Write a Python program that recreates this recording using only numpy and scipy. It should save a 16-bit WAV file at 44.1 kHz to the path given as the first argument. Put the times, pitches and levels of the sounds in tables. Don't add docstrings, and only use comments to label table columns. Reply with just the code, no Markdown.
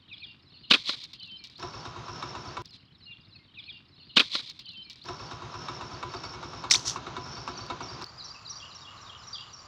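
import sys
import numpy as np
from scipy import signal
from scipy.fft import rfft, irfft, next_fast_len
from scipy.io import wavfile
from scipy.ndimage import uniform_filter1d

SR = 44100
rng = np.random.default_rng(int(sys.argv[2]) if len(sys.argv) > 2 else 0)


def inscribe(sig):
    pcm = np.round(np.clip(np.atleast_2d(sig).T, -1, 1) * 32767)
    wavfile.write(sys.argv[1], SR, pcm.astype(np.int16))


N = 426447

# start of the ditch, of the engine field and of the tree, all in seconds.
DITCH_S, FIELD_S, TREE_S = (2.621, 5.043, 8.043)

# start in seconds, drive level in dB, pitch in Hz.
SLAPS = [(4.1685, -11.5, 3600), (4.1715, -4, 3030), (4.1774, -12, 3730), (4.1824, -9.5, 2520),
         (4.1954, -14, 3040), (4.1998, -10, 2600), (4.2036, -8.5, 3250), (4.2084, -12.5, 2520),
         (4.318, -26, 4140), (4.3545, -28.5, 3100), (6.712, -12, 2250), (6.712, -12, 3980),
         (6.712, -16, 6000), (6.7375, -10.5, 3750), (6.746, -18, 2320), (6.7532, -13, 3470),
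         (6.7572, -12.5, 4280), (6.8803, -20, 5440)]
SLAP_CLICK_DB = -38.5


def slaps():
    out = np.zeros(N)
    shape = puff(.0003, .0011)
    t = np.arange(len(shape)) / SR
    for s, db, hz in SLAPS:
        click = np.diff(rng.standard_normal(len(shape)), prepend=0) * shape ** 2
        add(out, s, gain_of(db + SLAP_CLICK_DB) * click)
        knock = steep(shape * np.sin(2 * np.pi * hz * t), hz, 2000)
        add(out, s, gain_of(db) * knock)
    return out


# start in seconds, envelope peak in dB, fall time in seconds.
THUMPS = [(4.168, -19, 0.0081), (4.196, -26, 0.012), (4.351, -30, 0.004), (4.391, -46, 0.0099)]
# frequency in Hz, relative level in dB per Hz.
POUCH_COLOUR = [(90, -26.5), (250, 4), (400, 0.5), (800, -9), (1400, 3), (2000, -4.5), (3000, -48)]


def pouch_thumps():
    blows = np.zeros(N)
    for s, db, fall in THUMPS:
        add(blows, s, gain_of(db) * puff(0.0026, fall))
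    return blows * colour(rng.standard_normal(N), POUCH_COLOUR)


# start in seconds, drive level in dB.
TICKS = [(2.6564, -52), (2.707, -58), (4.4979, -45), (4.593, -50), (4.6573, -64), (4.6906, -60),
         (4.719, -64), (4.734, -63), (4.775, -71), (4.8985, -51), (4.958, -62), (4.985, -82), (4.91, -58.5),
         (4.9306, -56), (5.0397, -54.5), (5.056, -56.5), (6.7006, -40), (6.794, -46), (7.664, -52),
         (8.022, -48.5), (8.042, -46.5), (8.0644, -57)]


def ticks():
    out = np.zeros(N)
    shape = puff(0.00007, 0.0021)
    for s, db in TICKS:
        noise = rng.standard_normal(len(shape))
        edge = 0.21 * np.diff(noise, prepend=0)
        body = 22.0 * steep(noise, 4540, 1170)
        add(out, s, gain_of(db) * shape * (edge + body))
    return out


# start in seconds, length in seconds, level in dB at the start, level in dB at the end.
FLUTTERS = [(2.647, 0.033, -56.5, -58), (2.729, 0.034, -54, -50.5), (4.158, 0.0058, -43, -29),
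            (4.165, 0.016, -22, -17.5), (4.193, .022, -23, -24), (4.227, 0.06, -39, -45.5),
            (4.296, 0.0617, -47.5, -24.5), (4.363, 0.045, -38, -37), (4.421, .03, -48, -44),
            (4.46, 0.055, -46, -43), (4.591, 0.038, -42, -60.5), (4.532, .05, -59, -56),
            (4.899, 0.046, -42.5, -59), (4.958, 0.102, -54, -65), (6.7064, 0.0046, -35, -16),
            (6.7123, 0.027, -21, -27), (6.738, 0.029, -22, -32), (6.768, 0.1, -38.5, -50.5),
            (6.85, 0.022, -46, -28), (6.876, 0.1, -27, -55.5)]
FLUTTER_RISE_S, FLUTTER_FALL_S = 0.00067, 0.0059
# frequency in Hz, relative level in dB per Hz.
BAND_COLOUR = [(290, -52), (500, -18), (880, -26), (1000, -13), (1530, -24.5), (2230, -6.5), (2810, -8),
               (3650, 4), (4210, 2.5), (6900, -23), (16000, -54)]
BAND_COLOUR_FIELD = [(530, -25.5), (900, -21.5), (1790, -16.5), (2170, -20), (3040, -14.5), (3680, -7.5),
                     (4800, -5.5), (5750, 2), (8760, -24), (16000, -49)]


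def flutters():
    level = np.zeros(N)
    for s, length, start_db, end_db in FLUTTERS:
        t = np.arange(round((length + 8 * FLUTTER_FALL_S) * SR)) / SR
        held = gain_of(start_db + (end_db - start_db) * np.minimum(t / length, 1))
        rise = np.minimum(t / FLUTTER_RISE_S, 1)
        fall = np.exp(-np.maximum(t - length, 0) / FLUTTER_FALL_S)
        add(level, s, held * rise * fall)
    grains = rng.standard_normal(N) * gain_of(2.3 * wobble(N, 0.00095))
    early = np.arange(N) < (FIELD_S + 1) * SR
    return level * np.where(early, colour(grains, BAND_COLOUR), colour(grains, BAND_COLOUR_FIELD))


def slingshot():
    thin = signal.butter(2, 170, "high", fs=SR, output="sos")
    return flutters() + signal.sosfilt(thin, slaps() + pouch_thumps() + ticks())


# start in seconds, peak in dB of the blow that shakes the casing.
CLANKS = [(5.085, -30), (5.196, -41), (5.311, -31), (5.42, -41.5), (5.54, -38.5), (5.683, -28.5),
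          (5.809, -32), (5.915, -42), (6.027, -30), (6.137, -32), (6.235, -32.5), (6.334, -36.5),
          (6.427, -34.5), (6.532, -42), (6.638, -31), (6.744, -31), (6.848, -45), (6.959, -29.5),
          (7.066, -34), (7.165, -31), (7.26, -40), (7.366, -42), (7.476, -27.5), (7.587, -42),
          (7.699, -28.5), (7.805, -32), (7.9, -43), (8.014, -33.5)]
# frequency in Hz, width in Hz,
# relative level in dB before the scaling for width.
CASING = [(271, 39, -13), (355, 24, -4.5), (695, 23, -11), (1003, 13, -3.5), (1071, 97, -4.5),
          (1156, 45, -5.5), (1293, 77, -4), (2216, 30, -12), (2606, 260, -9.5), (3670, 220, -7),
          (5400, 990, -40)]
# frequency in Hz, relative level in dB per Hz.
FIELD_AIR = [(25, -29), (55, -14), (114, 2.5), (212, -5), (350, -4.5), (575, -9.5), (677, -6.5), (840, -7),
             (988, -5), (1400, -7), (1900, -17.5), (3900, -14.5), (6200, -20.5), (7200, -31), (8100, -65),
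             (16000, -64)]
FIELD_AIR_DB = -45.5
CHUG_LOWEST_START_HZ, CHUG_START_SPREAD_HZ, CHUG_CLIMB_HZ_PER_S = 69.3, 15, 1300
CHUG_LAG_S, CHUG_RISE_S, CHUG_FALL_S = .009, 0.0071, 0.058
CHUG_MEAN_DB, CHUG_DB_PER_CLANK_DB, CHUG_SPREAD_DB = -40.5, -0.13, 0.3


def chugs():
    out = np.zeros(N)
    t = np.arange(round(.1 * SR)) / SR
    shape = (1 - np.exp(-t / CHUG_RISE_S)) ** 2 * np.exp(-(t / CHUG_FALL_S) ** 2)
    mean_clank_db = np.mean(CLANKS, 0)[1]
    for s, clank_db in CLANKS:
        pitch_draw, phase, level_draw = rng.random(3)
        db = CHUG_MEAN_DB + CHUG_DB_PER_CLANK_DB * (clank_db - mean_clank_db)
        db += CHUG_SPREAD_DB * (2 * level_draw - 1)
        start_hz = CHUG_LOWEST_START_HZ + CHUG_START_SPREAD_HZ * pitch_draw
        turns = start_hz * t + CHUG_CLIMB_HZ_PER_S * t ** 2 / 2 + phase
        tone = np.sin(2 * np.pi * turns) + 0.41 * np.sin(np.pi * turns)
        add(out, s + CHUG_LAG_S, gain_of(db) * shape * tone)
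    return out * gain_of(0.5 * wobble(N, 0.0063))


def clanks():
    blows = np.zeros(N)
    for s, db in CLANKS:
        add(blows, s, gain_of(db) * puff(0.00049, 0.011))
    blows += gain_of(-49 + 0.78 * wobble(N, 0.0033))
    rattle = blows * (2.65 * rng.standard_normal(N) + wobble(N, .0002))
    late = np.roll(rattle, round(0.0071 * SR))
    ring = np.zeros(N)
    for hz, width, db in CASING:
        drive = late if hz < 800 else rattle
        ring += gain_of(db) / np.sqrt(width / 50) * resonate(drive, hz, width)
    return gain_of(6.5) * signal.sosfilt(signal.butter(6, 6800, fs=SR, output="sos"), ring)


def engine():
    roar = colour(rng.standard_normal(N), FIELD_AIR) * gain_of(FIELD_AIR_DB + wobble(N, 0.036))
    return chugs() + clanks() + roar


# start in seconds, length in seconds, start pitch in Hz,
# end pitch in Hz, level in dB at the end pitch.
NOTES = [(3.048, 0.11, 2890, 2754, -46), (3.345, 0.029, 2860, 2460, -54.5),
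         (3.383, 0.061, 2170, 2095, -62.5), (3.707, 0.092, 2925, 2745, -49.5),
         (3.991, 0.052, 4540, 4200, -51), (4.085, 0.045, 4320, 4100, -50.5),
         (4.091, 0.027, 3030, 2860, -48.5), (4.643, 0.0726, 3240, 2930, -47),
         (4.654, 0.017, 4750, 4380, -44), (4.597, .03, 2500, 2900, -60), (4.67, .014, 4580, 3700, -47),
         (4.681, 0.021, 4180, 4140, -42), (4.712, 0.016, 4400, 4110, -47),
         (4.713, 0.054, 2888, 2673, -48.5), (4.746, 0.093, 3110, 3080, -42),
         (4.696, 0.02546, 3230, 4000, -49), (4.838, 0.09, 2440, 2320, -55),
         (5.012, 0.027, 3320, 4700, -50.5), (8.174, 0.034, 4960, 4830, -43), (8.33, .07, 4900, 4770, -60),
         (8.337, 0.037, 2919, 2555, -47), (8.678, .04, 4920, 5070, -55), (9.166, 0.044, 6260, 5100, -52),
         (9.196, 0.025, 5017, 5030, -52), (9.221, .047, 6300, 5400, -53), (9.342, 0.021, 4600, 3200, -33.5)]
# time in seconds, then the level in dB of every note.
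TREE_SONG = [(-.047, .032, 4950, 3800), (-.018, .014, 4850, 4550), (0, .032, 6250, 5330),
             (.036, .026, 4520, 4430), (.06, .03, 4740, 4760)]
TREE_SINGS = [(7.314, -63, -58, -39.5, -49, -49), (7.566, -48, -52, -37.5, -41, -56),
              (7.82, -64, -49, -41, -58, -41.5), (8.019, -65, -65, -56, -45.5, -47),
              (8.237, -37.5, -42, -39, -45, -41), (8.491, -38.5, -39.5, -34.5, -46, -41.5),
              (8.743, -45, -46, -40.5, -50, -51), (9.007, -49, -58, -47.5, -56, -56),
              (9.266, -48, -63, -41.5, -64, -35), (9.526, -51, -52, -41.5, -57, -48)]
STEP_SONG = [(0, .03, 3830, 3680), (.035, 0.018, 3370, 3246), (.056, 0.034, 2720, 2877),
             (.093, 0.024, 2890, 3030)]
STEP_SINGS = [(8.563, -60, -44.5, -42.5, -48), (8.812, -48, -45, -44.5, -54),
              (9.057, -48, -41.5, -49.5, -48), (9.322, -50, -39.5, -48, -48)]
DITCH_SONG = [(-.047, .022, 4200, 3630), (-.012, .022, 5300, 5100), (.008, .026, 5100, 4100),
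              (.028, .032, 4080, 3990), (.062, .024, 4280, 4240), (.04, .03, 5150, 5050)]
DITCH_SINGS = [(2.696, -66, -55, -50, -48, -60, -60), (2.99, -55, -64, -56, -51, -48, -61),
               (3.291, -57, -65, -58, -52, -48, -66), (3.594, -50, -66, -62, -55, -47, -64),
               (3.894, -60, -63.5, -62.5, -58, -55.5, -64), (4.783, -56, -68, -64, -48.5, -47.5, -57)]
TWIN_CHIRP = [(-.012, 0.0311, 2723, 2353), (0, .034, 4190, 3220)]
TWIN_CHIRPS = [(3.11, -51.5, -44.5), (3.58, -40.5, -39), (3.685, -42, -37.5)]


def near_birds():
    near = np.zeros(N)
    for s, *row in NOTES:
        add(near, s, note(*row))
    songbook = ((TREE_SONG, TREE_SINGS), (STEP_SONG, STEP_SINGS),
                (DITCH_SONG, DITCH_SINGS), (TWIN_CHIRP, TWIN_CHIRPS))
    for song, sings in songbook:
        for s, *levels in sings:
            for (delay, *shape), db in zip(song, levels):
                add(near, s + delay, note(*shape, db))
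    return near


# start in seconds, end in seconds, level in dB of the softest chirps, count of chirps.
TWITTER = [(2.63, 5.02, -64, 200), (3.53, 3.77, -58, 40), (3.95, 4.15, -59, 36), (4.58, 4.78, -57, 36),
           (8.05, 9.64, -60, 80)]


def far_birds():
    far = np.zeros(N)
    for start, end, db, count in TWITTER:
        lowest_hz = 2700 if start < TREE_S else 3800
        for when, pitch, length, loudness, glide in rng.random((count, 5)):
            hz = lowest_hz + 2200 * pitch
            chirp = note(.008 + .014 * length, hz * (.94 + .22 * glide), hz * (1.02 - .12 * glide),
                         db + 7 * loudness)
            add(far, start + (end - start) * when, chirp)
    return far


# decay to -60 dB in seconds, blur level in dB, direct sound of the far birds in dB.
SCATTER = [(.33, -8.5, -2), (.36, -2.5, -13)]
BLUR_HOLD = 1.5


def birds():
    near, far = near_birds(), far_birds()
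    t = np.arange(SR // 2) / SR
    heard = []
    for t60, blur_db, far_direct_db in SCATTER:
        decay = gain_of(-60 * (t / t60) ** BLUR_HOLD)
        blur = rng.standard_normal(len(t)) * decay * (t > .004)
        blur /= np.linalg.norm(blur)
        wet = gain_of(blur_db) * signal.oaconvolve(near + far, blur)[:N]
        heard.append(near + gain_of(far_direct_db) * far + wet * (.9 + .4 * wobble(N, .001)))
    return np.where(np.arange(N) < FIELD_S * SR, *heard)


BEND, SWELL_DB_PER_OCTAVE = 1.7, 22


def note(length, start_hz, end_hz, db):
    n = round(length * SR)
    glide = end_hz + (start_hz - end_hz) * np.linspace(1, 0, n) ** BEND
    waver = 1 + .00045 / length * wobble(n, .002)
    angle = 2 * np.pi * np.cumsum(glide * waver) / SR
    level_db = db - SWELL_DB_PER_OCTAVE * np.log2(glide / end_hz) + 1.1 * wobble(n, 0.0093)
    tone = np.sin(angle) + 0.0024 * np.sin(2 * angle)
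    return gain_of(level_db) * signal.windows.tukey(n, .6) * tone


# start in seconds, length in seconds, level in dB.
HIGH_BOUTS = [(5.028, 0.35, -51), (5.504, 0.28, -49), (5.786, 0.24, -51), (6.08, 0.28, -49.5),
              (6.41, 0.236, -51.5), (7.185, 0.35, -48.5), (7.82, 0.27, -52.5)]
LOW_BOUTS = [(5.09, 0.22, -57.5), (5.9, 0.11, -54.5), (6.1, 0.22, -52.5), (7.31, .1, -55),
             (7.5, 0.11, -50.5)]
BOUT_RISE_S, BOUT_FALL_S = .09, .04


def crickets():
    t = np.arange(N) / SR
    line = evened(steep(rng.standard_normal(N), 8760, 160))
    out = gain_of(-89 + 2.5 * wobble(N, .05)) * line * (t < 6.55)
    choruses = ((5400, 360, 66, .25, HIGH_BOUTS), (4570, 160, 41, .95, LOW_BOUTS))
    for hz, width, rate, depth, rows in choruses:
        turns = np.cumsum(rate * (1 + 0.55 * wobble(N, 0.0314))) / SR
        throb = 1 + depth * np.sin(2 * np.pi * turns)
        chirr = evened(throb ** 2 * steep(rng.standard_normal(N), hz, width))
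        out += bouts(rows) * gain_of(0.83 * wobble(N, 0.038)) * chirr
    return out


def bouts(rows):
    t = np.arange(N) / SR
    level = np.zeros(N)
    for s, length, db in rows:
        ramp = np.minimum((t - s) / BOUT_RISE_S, (s + length - t) / BOUT_FALL_S)
        level += gain_of(db) * np.clip(ramp + .5, 0, 1) ** 2
    return level


# level of its thump and of its tick, both in dB.
PUMP_THUMP_DB, PUMP_TICK_DB = (-63, -75)
# first beat in seconds, beats per second.
PUMP_FIRST_S, PUMP_BEATS_PER_S = (2.83, 11.3)


def pump():
    beats = (np.arange(N) / SR - PUMP_FIRST_S) * PUMP_BEATS_PER_S
    since_beat = beats % 1 / PUMP_BEATS_PER_S
    thump_level = uniform_filter1d(np.exp(-since_beat / .025), 400)
    thump = evened(steep(rng.standard_normal(N) * thump_level, 112, 160))
    tick_level = uniform_filter1d(np.exp(-since_beat / .005), 60)
    tick = evened(steep(steep(rng.standard_normal(N) * tick_level, 2000, 2500), 2000, 2500))
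    return gain_of(PUMP_THUMP_DB) * thump + gain_of(PUMP_TICK_DB) * tick


# frequency in Hz, relative level in dB per Hz.
DITCH_AIR = [(25, -41), (92, -7), (330, -17), (480, -32), (1130, -25), (1700, -29.5), (2760, -28),
             (4200, -36), (5300, -36.5), (6000, -49), (16000, -69)]
DITCH_AIR_DB = -62.5


def ditch():
    air = colour(rng.standard_normal(N), DITCH_AIR) * gain_of(DITCH_AIR_DB + 0.44 * wobble(N, 0.016))
    return air + pump()


# frequency in Hz, relative level in dB per Hz.
TREE_AIR = [(15, -42), (25, -12), (114, 0.5), (263, -13), (545, -14), (1160, -7.5), (2000, -17),
            (5730, -21.5), (6380, -25), (7310, -32), (8360, -53), (16000, -49)]
TREE_AIR_DB = -53
# frequency in Hz, width in Hz, level in dB once swelled in.
TREE_HISS = [(7090, 320, -70), (1149, 250, -56), (4800, 32, -82), (9900, 150, -99)]
HISS_START_DB, HISS_SWELL_S = -8, 0.51


def tree():
    out = colour(rng.standard_normal(N), TREE_AIR) * gain_of(TREE_AIR_DB + 1.2 * wobble(N, .06))
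    swell_db = HISS_START_DB * np.clip(1 - (np.arange(N) / SR - TREE_S) / HISS_SWELL_S, 0, 1)
    for hz, width, db in TREE_HISS:
        flicker_db = 0.83 * wobble(N, 0.017) + 1.0 * wobble(N, 0.28)
        out += gain_of(db + swell_db + flicker_db) * evened(steep(rng.standard_normal(N), hz, width))
    return out


def gain_of(db):
    return 10 ** (np.asarray(db) / 20)


def evened(x):
    return x / np.sqrt(np.mean(x ** 2) + 1e-20)


def colour(x, points):
    size = next_fast_len(len(x))
    f, db = np.transpose(points)
    hz = np.fft.rfftfreq(size, 1 / SR)
    curve_db = np.interp(np.log(hz + 1), np.log(f + 1), db)
    return evened(irfft(rfft(x, size) * gain_of(curve_db), size)[:len(x)])


def resonate(x, hz, width):
    r = np.exp(-np.pi * width / SR)
    return 2 * signal.lfilter([1 - r], [1, -r * np.exp(2j * np.pi * hz / SR)], x).real


def steep(x, hz, width):
    return resonate(resonate(x, hz, width), hz, width)


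def add(mix, s, sound):
    part = mix[round(s * SR):][:len(sound)]
    part += sound[:len(part)]


def wobble(n, seconds):
    size = max(round(seconds * SR), 1)
    return evened(uniform_filter1d(uniform_filter1d(rng.standard_normal(n), size), size))


def puff(rise, fall):
    t = np.arange(round(7 * fall * SR) + 50) / SR
    shape = (1 - np.exp(-t / rise)) * np.exp(-t / fall)
    return shape / shape.max()


TEASER_FROM_S = 3.459


def scene():
    t = np.arange(N) / SR
    in_field = np.clip((t - FIELD_S) / 0.015, 0, 1) * np.clip((TREE_S - t) / 0.0059, 0, 1)
    quiet_places = np.where(t < FIELD_S + .012, ditch(), tree())
    background = quiet_places * (1 - in_field) + (engine() + crickets()) * in_field
    mix = slingshot() + birds() + background
    lead = round(DITCH_S * SR)
    teaser = mix[round(TEASER_FROM_S * SR):][:lead]
    return np.concatenate([teaser, mix[lead:]])[None]


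def record(dry):
    x = signal.sosfilt(signal.butter(2, 42, "high", fs=SR, output="sos"), dry)
    x = 1.4 * np.tanh(x / 1.4)
    treble_cut = signal.firwin(511, 15900, window=("kaiser", 9), fs=SR)
    return signal.oaconvolve(x, treble_cut[None], "same")


dry = scene()
out = record(dry)
inscribe(out)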